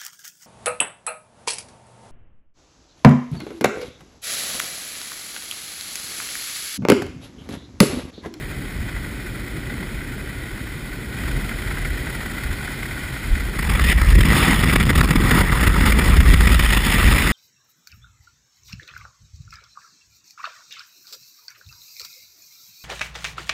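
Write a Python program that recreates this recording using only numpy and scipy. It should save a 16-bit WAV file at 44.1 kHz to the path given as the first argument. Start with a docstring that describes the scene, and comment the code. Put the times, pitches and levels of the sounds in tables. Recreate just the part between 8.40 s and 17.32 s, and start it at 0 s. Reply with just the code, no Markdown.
"""A camera in a case rides in the open door of a jump plane, then is carried out into the wind.
At first the engine and airframe drone, air flutters past the door and gusts thump the microphone.
Near 2.7 s the camera leans into the doorway and the rush grows; near 4.9 s one hard gust hits it.
From about 5.2 s it is outside: the open air roars, and eddies (swirls of air) shake the case and
tear off it in short hissing bursts. The strongest gusts overload the recorder."""
import sys
import numpy as np
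from scipy import signal
from scipy.fft import irfft, next_fast_len
from scipy.io import wavfile
from scipy.ndimage import uniform_filter1d

SR = 44100
rng = np.random.default_rng(int(sys.argv[2]) if len(sys.argv) > 2 else 0)


def pcm_store(signal):
    """Save signal as 16-bit PCM."""
    levels = np.round(np.clip(np.atleast_2d(signal), -1, 1) * 32767)
    wavfile.write(sys.argv[1], SR, levels.astype(np.int16).T)


N = 393372
TIME = np.arange(N) / SR
HZ = np.fft.rfftfreq(2 * next_fast_len(N // 2 + 1), 1 / SR)


def gain_of(db):
    """Turns decibels into a number to multiply by."""
    return 10 ** (np.asarray(db) / 20)


def evened(x):
    """Scales a signal to an average power of 1."""
    return x / np.sqrt(np.mean(x ** 2) + 1e-20)


def curve(rows, column=1):
    """Joins a table's points with straight lines, giving a value for every sample."""
    rows = np.asarray(rows)
    return np.interp(TIME, rows[:, 0], rows[:, column])


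def colour(points, resonances=()):
    """Gain at every frequency: a smooth outline plus a body's round peaks and steep dips."""
    hz, db = np.transpose(points)
    grid = HZ[::8]
    outline_db = np.interp(np.log(grid + 1), np.log(hz + 1), db, left=-100)
    body_db = sum(height * np.exp(-np.minimum(abs((grid - centre) / width) ** (2 if height > 0 else 4), 20))
                  for centre, width, height in resonances)
    return np.interp(HZ, grid, gain_of(outline_db + body_db))


def noise(gain):
    """Noise of power 1, shaped by a gain at every frequency."""
    spectrum = rng.standard_normal(len(HZ)) + 1j * rng.standard_normal(len(HZ))
    return evened(irfft(gain * spectrum)[:N])


def steadied(x, seconds):
    """Evens out changes in strength that are slower than the given time."""
    power = uniform_filter1d(x ** 2, max(int(seconds * SR), 2))
    return x / np.sqrt(abs(power) + 1e-9)


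def eddies(slow_hz, fast_hz):
    """Random swings of air speed, mostly between two rates."""
    low_cut = HZ / np.hypot(HZ, slow_hz) * (HZ > slow_hz / 2)
    return noise(low_cut / np.sqrt(1 + (HZ / fast_hz) ** 3))


def gusting(swing, depth_db):
    """A gain that rises and falls with the eddies."""
    return evened(gain_of(depth_db * 2 * np.tanh(swing / 2)))


def puffs(rows, rise_s):
    """Loudness of short spurts of air: each swells, holds briefly, then collapses."""
    envelope = np.zeros(N)
    for at, db, length in rows:
        near = slice(max(int((at - rise_s) * SR), 0), int((at + .1) * SR))
        t = TIME[near] - at + rise_s
        swell = np.sin(np.pi / 2 * np.clip(t / (2 * rise_s), 0, 1)) ** 2
        collapse = np.exp(-(abs(t) / (length + rise_s)) ** 5)
        envelope[near] += gain_of(db) * swell * collapse
    return envelope


def shedding(per_s):
    """Loudness of small eddies peeling off an edge: a loose train of uneven puffs."""
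    gaps, sizes = rng.standard_normal((200, 2)).T
    times = np.cumsum(np.exp(.4 * gaps)) / per_s
    levels_db = 2.5 * np.clip(sizes, -2, 1.2)
    return puffs([(at, db, .011) for at, db in zip(times, levels_db)], rise_s=.0043)


def outside():
    """How far the camera is through the door: 0 inside, 1 outside."""
    return np.interp(TIME, [5.13, 5.2], [0, 1])


# The cabin's drone. Each row: time in seconds, level in dB.
DRONE_LEVEL = [(0, -32.5), (1.0, -33.5), (1.35, -30.5), (1.65, -33.5), (2.65, -34), (2.9, -28), (3.2, -32),
               (4.6, -33), (5.15, -31.5)]
# Its tone. Each row: frequency in Hz, relative level in dB.
DRONE_TONE = [(53, -34), (90, -4.5), (130, 0), (162, -7), (199, -6), (291, -8), (324, -10.5), (377, -10.5),
              (459, -18), (650, -25.5), (840, -50), (1430, -120)]

def drone():
    """Engine and airframe fill the cabin with a low, slightly wavering drone."""
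    hum = steadied(noise(colour(DRONE_TONE)), .26) * gain_of(curve(DRONE_LEVEL))
    waver = gusting(eddies(slow_hz=1.8, fast_hz=10), depth_db=1)
    return np.sqrt(1 - outside()) * hum * waver


# The tone of air rushing past the door. Each row: frequency in Hz, relative level in dB.
DOORWAY_TONE = [(250, -35), (520, -10), (750, -8.5), (1200, -13.5), (2700, -16.5), (3100, -9.5),
                (5300, -20), (9000, -22.5), (15200, -31.5)]
# How the case colours cabin sound. Each row: frequency in Hz, width in Hz, boost or cut in dB.
CASE_IN_CABIN = [(1480, 157, 10), (1988, 240, 13), (2450, 190, 8), (6020, 380, -16), (10060, 490, 9),
                 (11290, 400, -17), (12800, 400, -14), (14040, 650, 12.5)]
# Sharp flaps of air at the door's edge. Each row: time in seconds, level in dB.
DOOR_FLAPS = [(.488, -29), (.561, -32), (.643, -33.5), (1.298, -31), (1.426, -29), (2.878, -26.5),
              (3.112, -28), (3.307, -26), (3.371, -28), (3.447, -28), (3.668, -27), (3.805, -27),
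              (3.978, -30), (4.274, -25), (4.425, -26), (4.762, -30), (4.952, -27)]
FLUTTER_DB, HISS_DB = -37.3, -45  # before the camera leans out

def doorway():
    """Fast air sliding past the cabin's still air flutters and flaps over an even hiss."""
    shape = colour(DOORWAY_TONE, CASE_IN_CABIN)
    leaning = np.interp(TIME, [2.7, 2.8], [0, 1])
    lean_db = 4 * leaning
    # The share of each frequency that flutters: most of the middle, some of the top.
    middle = np.exp(-((HZ - 1750) / 750) ** 4)
    top = HZ ** 4 / (HZ ** 4 + 6500 ** 4)
    lively = np.clip(.1 + .8 * middle + .45 * top, 0, 1)
    lively_shape = shape * np.sqrt(lively)
    swing = evened(eddies(slow_hz=18, fast_hz=10.4) + .8 * eddies(slow_hz=30.4, fast_hz=80))
    wobble = gusting(swing, depth_db=2 + .4 * leaning)
    spurts = gain_of(-.5 + 4.5 * leaning) * shedding(per_s=19)
    strength = steadied(np.hypot(wobble, spurts), .27)
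    flutter = gain_of(FLUTTER_DB + lean_db) * strength * noise(lively_shape)
    # A flap rings the case's low resonances and has little treble.
    dull_air = noise(lively_shape / np.hypot(1, HZ / 2500))
    flaps = puffs([(at, db, .012) for at, db in DOOR_FLAPS], rise_s=.0031) * dull_air
    hiss = gain_of(HISS_DB + lean_db) * noise(shape * np.sqrt(1 - lively))
    return np.sqrt(1 - outside()) * (flutter + flaps + hiss)


# The open air's low roar. Each row: time in seconds, relative level in dB.
ROAR_LEVEL = [(5.15, -31.5), (5.39, -26.5), (5.66, -30.5), (5.8, -19.5), (6.2, -21), (7.0, -19.5),
              (7.12, -25), (7.45, -22), (8.1, -24), (8.25, -27.5), (8.64, -23), (8.9, -24)]
# Its tone. Each row: frequency in Hz, relative level in dB.
ROAR_TONE = [(53, -23), (90, -2), (118, -4), (172, -1.5), (237, -6), (511, -21.5), (650, -33.5), (840, -46),
             (1430, -120)]

def roar(flow):
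    """The open air roars in lumps; the part above about 270 Hz jumps most with each burst."""
    shape = colour(ROAR_TONE)
    upper = 1 / (1 + (270 / (HZ + 1)) ** 6)
    upper_share = np.sum(shape ** 2 * upper) / np.sum(shape ** 2)
    push = steadied(flow, .19)
    low = np.sqrt(1 - upper_share) * noise(shape * np.sqrt(1 - upper)) * push ** .53
    high = np.sqrt(upper_share) * noise(shape * np.sqrt(upper)) * push ** .81
    low *= gain_of(np.interp(TIME, [7.5, 7.9], [0, -2.5]))  # thins as the camera turns to the tail
    lumps = gusting(eddies(slow_hz=4.3, fast_hz=25), depth_db=1.7)
    open_air = steadied((low + high) * lumps, .17) * gain_of(curve(ROAR_LEVEL) + 2.04)
    return np.sqrt(outside()) * open_air


def thump(at_s, level_db, pitch_hz, length_s):
    """A lone gust hits the microphone with one push and pull of pressure."""
    t = TIME - at_s
    envelope = np.exp(-np.minimum((t / length_s) ** 2, 20))
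    return -gain_of(level_db) * np.sin(2 * np.pi * pitch_hz * t) * envelope


# The steady push of eddies on the microphone. Each row: time in seconds, level in dB.
BUFFET_LEVEL = [(0, -34), (1.3, -34), (2.65, -34.5), (3.3, -31), (4.3, -34.5), (4.8, -33.5), (5.15, -29),
                (5.3, -18), (5.8, -11.5), (5.97, -22.5), (6.5, -17.5), (7.2, -19.5), (7.65, -15),
                (8.1, -11.5), (8.5, -20.5), (8.68, -15.5), (8.9, -21)]
# Its tone. Each row: frequency in Hz, relative level in dB.
BUFFET_TONE = [(10, -35), (22, -22), (32, -5.5), (44, 1), (62, -2), (80, -9), (110, -16), (170, -22),
               (290, -63)]
# Gusts that swell and fade. Each row: peak time in seconds, peak level in dB, half length in seconds.
GUSTS = [(0.396, -22, 0.022), (.58, -27.5, 0.027), (1.568, -25, 0.026), (2.942, -21.5, 0.065),
         (3.26, -28.5, 0.074), (3.497, -21, 0.076), (4.096, -19.5, 0.03), (4.94, -21, 0.053),
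         (5.065, -26, 0.025), (5.623, -16, 0.016), (5.778, -9, 0.042), (6.574, -12.5, 0.018),
         (7.276, -14, 0.038), (7.465, -12.5, .03), (7.773, -10.5, 0.051), (7.913, -11, 0.043),
         (8.047, -9, 0.022), (8.657, -14.5, 0.052)]
GUST_TOP_HZ = 83.5  # gusts are the largest eddies, so they sound lowest

def buffet():
    """Large eddies rock the pressure at the microphone, harder and deeper in each gust."""
    shape = colour(BUFFET_TONE)
    gusts = sum(gain_of(db) * np.exp(-.5 * np.minimum(((TIME - at) / half) ** 2, 20))
                for at, db, half in GUSTS)
    deep_rumble = steadied(noise(shape / np.sqrt(1 + (HZ / GUST_TOP_HZ) ** 6)), .087)
    rumble = steadied(noise(shape), .126)
    return gain_of(curve(BUFFET_LEVEL)) * rumble + gusts * deep_rumble


# Surges of the hiss. Each row: time it breaks away in seconds, level change by then in dB.
SURGES = [(5.53, 8.5), (6.146, 1.5), (6.767, -2.5), (7.02, 3.5), (7.285, 3), (7.52, 1), (7.77, -0.5),
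          (7.815, 1), (7.945, 4), (8.15, 1.5), (8.38, 2.5)]
BUILD_S, BREAK_S, LULL_S, LULL_DB = .089, .0054, .056, -4

def surging():
    """Level change in dB as the airflow builds, breaks away and leaves a short lull."""
    stages_s = [-BUILD_S, -BUILD_S / 2, 0, BREAK_S, BREAK_S + LULL_S / 2, BREAK_S + LULL_S]
    return sum(np.interp(TIME - at, stages_s, [0, .65 * db, db, LULL_DB, LULL_DB, 0])
               for at, db in SURGES)


# Air rubbing over the case, weaker and more ragged wherever it lifts away.
# Each row: time in seconds, relative level in dB, amount of flicker in dB.
AIRFLOW = [(5.15, -32, 1), (5.4, -25, 2.5), (5.6, -26.5, 1), (5.84, -25, 5), (5.93, -18.5, 2.5),
           (6.14, -19.5, 1.8), (6.24, -23, 3.5), (6.52, -27.5, 6), (6.8, -24, 3), (6.96, -20, -3),
           (7.06, -23, 3.5), (7.48, -23.5, 1.5), (7.7, -23, 1.5), (7.96, -24, 2), (8.25, -21.5, 3.5),
           (8.42, -22, 3), (8.53, -20, 3.5), (8.9, -20.5, 3.5)]
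# The largest eddies tearing off. Each row: time in seconds, relative level in dB, length in seconds.
BURSTS = [(5.189, -20.5, 0.0093), (5.225, -23, .009), (5.294, -21.5, 0.011), (5.352, -20, 0.0093),
          (5.395, -16, 0.0046), (5.439, -19.5, 0.01), (5.575, -25.5, 0.017), (5.615, -17.5, 0.0072),
          (5.688, -23.5, 0.0066), (5.751, -21, .009), (5.807, -14, 0.0076), (6.236, -18, 0.0097),
          (6.285, -21.5, 0.033), (6.326, -19, .019), (6.357, -15, 0.0094), (6.399, -19, 0.018),
          (6.491, -18, 0.0097), (6.501, -14.5, 0.0071), (6.553, -20, 0.015), (6.575, -21.5, 0.029),
          (6.609, -11.5, 0.0072), (6.706, -17, .011), (6.755, -19, 0.012), (6.909, -14, 0.012),
          (7.003, -26, 0.019), (7.268, -19, 0.016), (7.408, -18, .008), (7.454, -20, 0.041),
          (7.521, -16, 0.0086), (7.588, -16, 0.012), (7.802, -18, 0.01), (7.939, -14, 0.0067),
          (8.006, -16, 0.006), (8.071, -14.5, 0.0076), (8.143, -15, 0.0068), (8.193, -15, 0.0083),
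          (8.226, -23, 0.0055), (8.373, -10.5, 0.0035)]
SLACK_DB, WAKE_DB = -3.5, -1.5  # dips just before and just after a burst

def airflow():
    """Strength of the air on the case: it flickers, slackens, tears off in a burst, then recovers."""
    swing = eddies(slow_hz=9.5, fast_hz=79)
    crackle = gusting(eddies(slow_hz=150, fast_hz=400), depth_db=1.1)  # bursts break into tiny eddies
    bursts = puffs(BURSTS, rise_s=.0029) * crackle * gain_of(.8)
    slack = np.clip(puffs([(at - .01, 0, .0098) for at, _, _ in BURSTS], rise_s=.003), 0, 1)
    wake = np.clip(puffs([(at + length, 0, .012) for at, _, length in BURSTS], rise_s=.003), 0, 1)
    ragged_db = curve(AIRFLOW, column=2)
    spurts = gain_of(-2.5 + .6 * ragged_db) * shedding(per_s=13)
    flicker = steadied(np.hypot(gusting(swing, 1.02 * ragged_db), spurts), .136)
    level_db = curve(AIRFLOW) + surging() + SLACK_DB * slack + WAKE_DB * wake + .37
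    return np.hypot(gain_of(level_db) * flicker, bursts)


def passing_swirls(air, depth_db):
    """Passing swirls favour one pitch, then another, in patches about 300 Hz wide and 40 ms long."""
    hz, _, spectra = signal.stft(air, SR, nperseg=512, noverlap=384)
    patches = rng.standard_normal(spectra.shape[::-1]).T
    patches = uniform_filter1d(patches, size=4, axis=0)  # smooth across pitch
    patches = evened(uniform_filter1d(patches, size=14, axis=1))  # and across time
    patches_db = depth_db * patches / (1 + (hz[:, None] / 5000) ** 4)
    return signal.istft(spectra * gain_of(patches_db), SR, nperseg=512, noverlap=384)[1][:N]


# The tone of the hiss on the case. Each row: frequency in Hz, relative level in dB.
SLIPSTREAM_TONE = [(250, -17), (520, -11), (700, -11.5), (900, -7.5), (2300, -4.5), (3200, -9.5),
                   (4200, -18.5), (8000, -23.5), (9200, -18), (15200, -25.5)]
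# How the case colours that hiss. Each row: frequency in Hz, width in Hz, boost or cut in dB.
CASE_IN_WIND = [(1266, 140, 4), (1934, 150, 7), (3510, 160, 6.5), (5070, 340, 4.5), (6020, 380, -29),
                (6960, 350, 4), (8520, 180, 6.5), (9980, 220, 7), (11430, 430, -19), (12560, 380, -15),
                (14100, 480, 9)]
# The tone shifts as the case turns in the wind.
# Each row: time in seconds, relative level of the low howl in dB, and of the high shriek in dB.
CASE_TURNING = [(5.15, -6, -8), (5.39, -1, -3), (5.49, -10, -.5), (5.53, -3, -0.5), (5.61, -4.5, -11.5),
                (5.8, -4.5, -4), (5.9, -1, -2.5), (6.45, -2, -2.5), (6.95, 0.5, -6), (7.1, 0.5, -5),
                (7.6, -1.5, -5.5), (8.02, -2.5, -4.5), (8.2, -4, -1), (8.9, -3, -3.5)]

def slipstream(flow):
    """Outside air hisses on the case in four bands; every eddy lifts all of them at once."""
    shape = colour(SLIPSTREAM_TONE, CASE_IN_WIND)
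    band = np.searchsorted([1600, 2400, 3800], HZ)  # howl, core, shriek, fizz from low to high
    howl_db, shriek_db = curve(CASE_TURNING, column=1), curve(CASE_TURNING, column=2)
    core = noise(shape * (band == 1))
    howl = noise(shape * (band == 0)) * gain_of(howl_db - .4)
    shriek = noise(shape * (band == 2)) * gain_of(shriek_db - 1.5)
    fizz = noise(shape * (band == 3)) * gain_of(.3 * shriek_db - 4.5)
    # Small eddies hiss higher than large ones, so the balance keeps shifting.
    shriek *= gusting(eddies(slow_hz=18, fast_hz=50), depth_db=1.3)
    fizz *= gusting(eddies(slow_hz=11, fast_hz=50), depth_db=-1.3)
    air = passing_swirls(howl + core + shriek + fizz, depth_db=2)
    return np.sqrt(outside()) * steadied(air, .04) * flow


def scene():
    """The plane and all of the air, heard at one microphone."""
    flow = airflow()
    gusts = buffet() + thump(at_s=4.9275, level_db=-5, pitch_hz=39, length_s=.018)
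    return (gusts + drone() + roar(flow) + doorway() + slipstream(flow))[None]


CEILING, TOP_HZ = .72, 15500

def record(dry):
    """The recorder flattens the strongest gusts against its ceiling, then cuts the highest treble."""
    flattened = dry / (1 + (dry / CEILING) ** 8) ** (1 / 8)
    treble_cut = signal.firwin(511, TOP_HZ, window=("kaiser", 9), fs=SR)
    return signal.oaconvolve(flattened, treble_cut[None], "same")


dry = scene()
out = record(dry)
pcm_store(out)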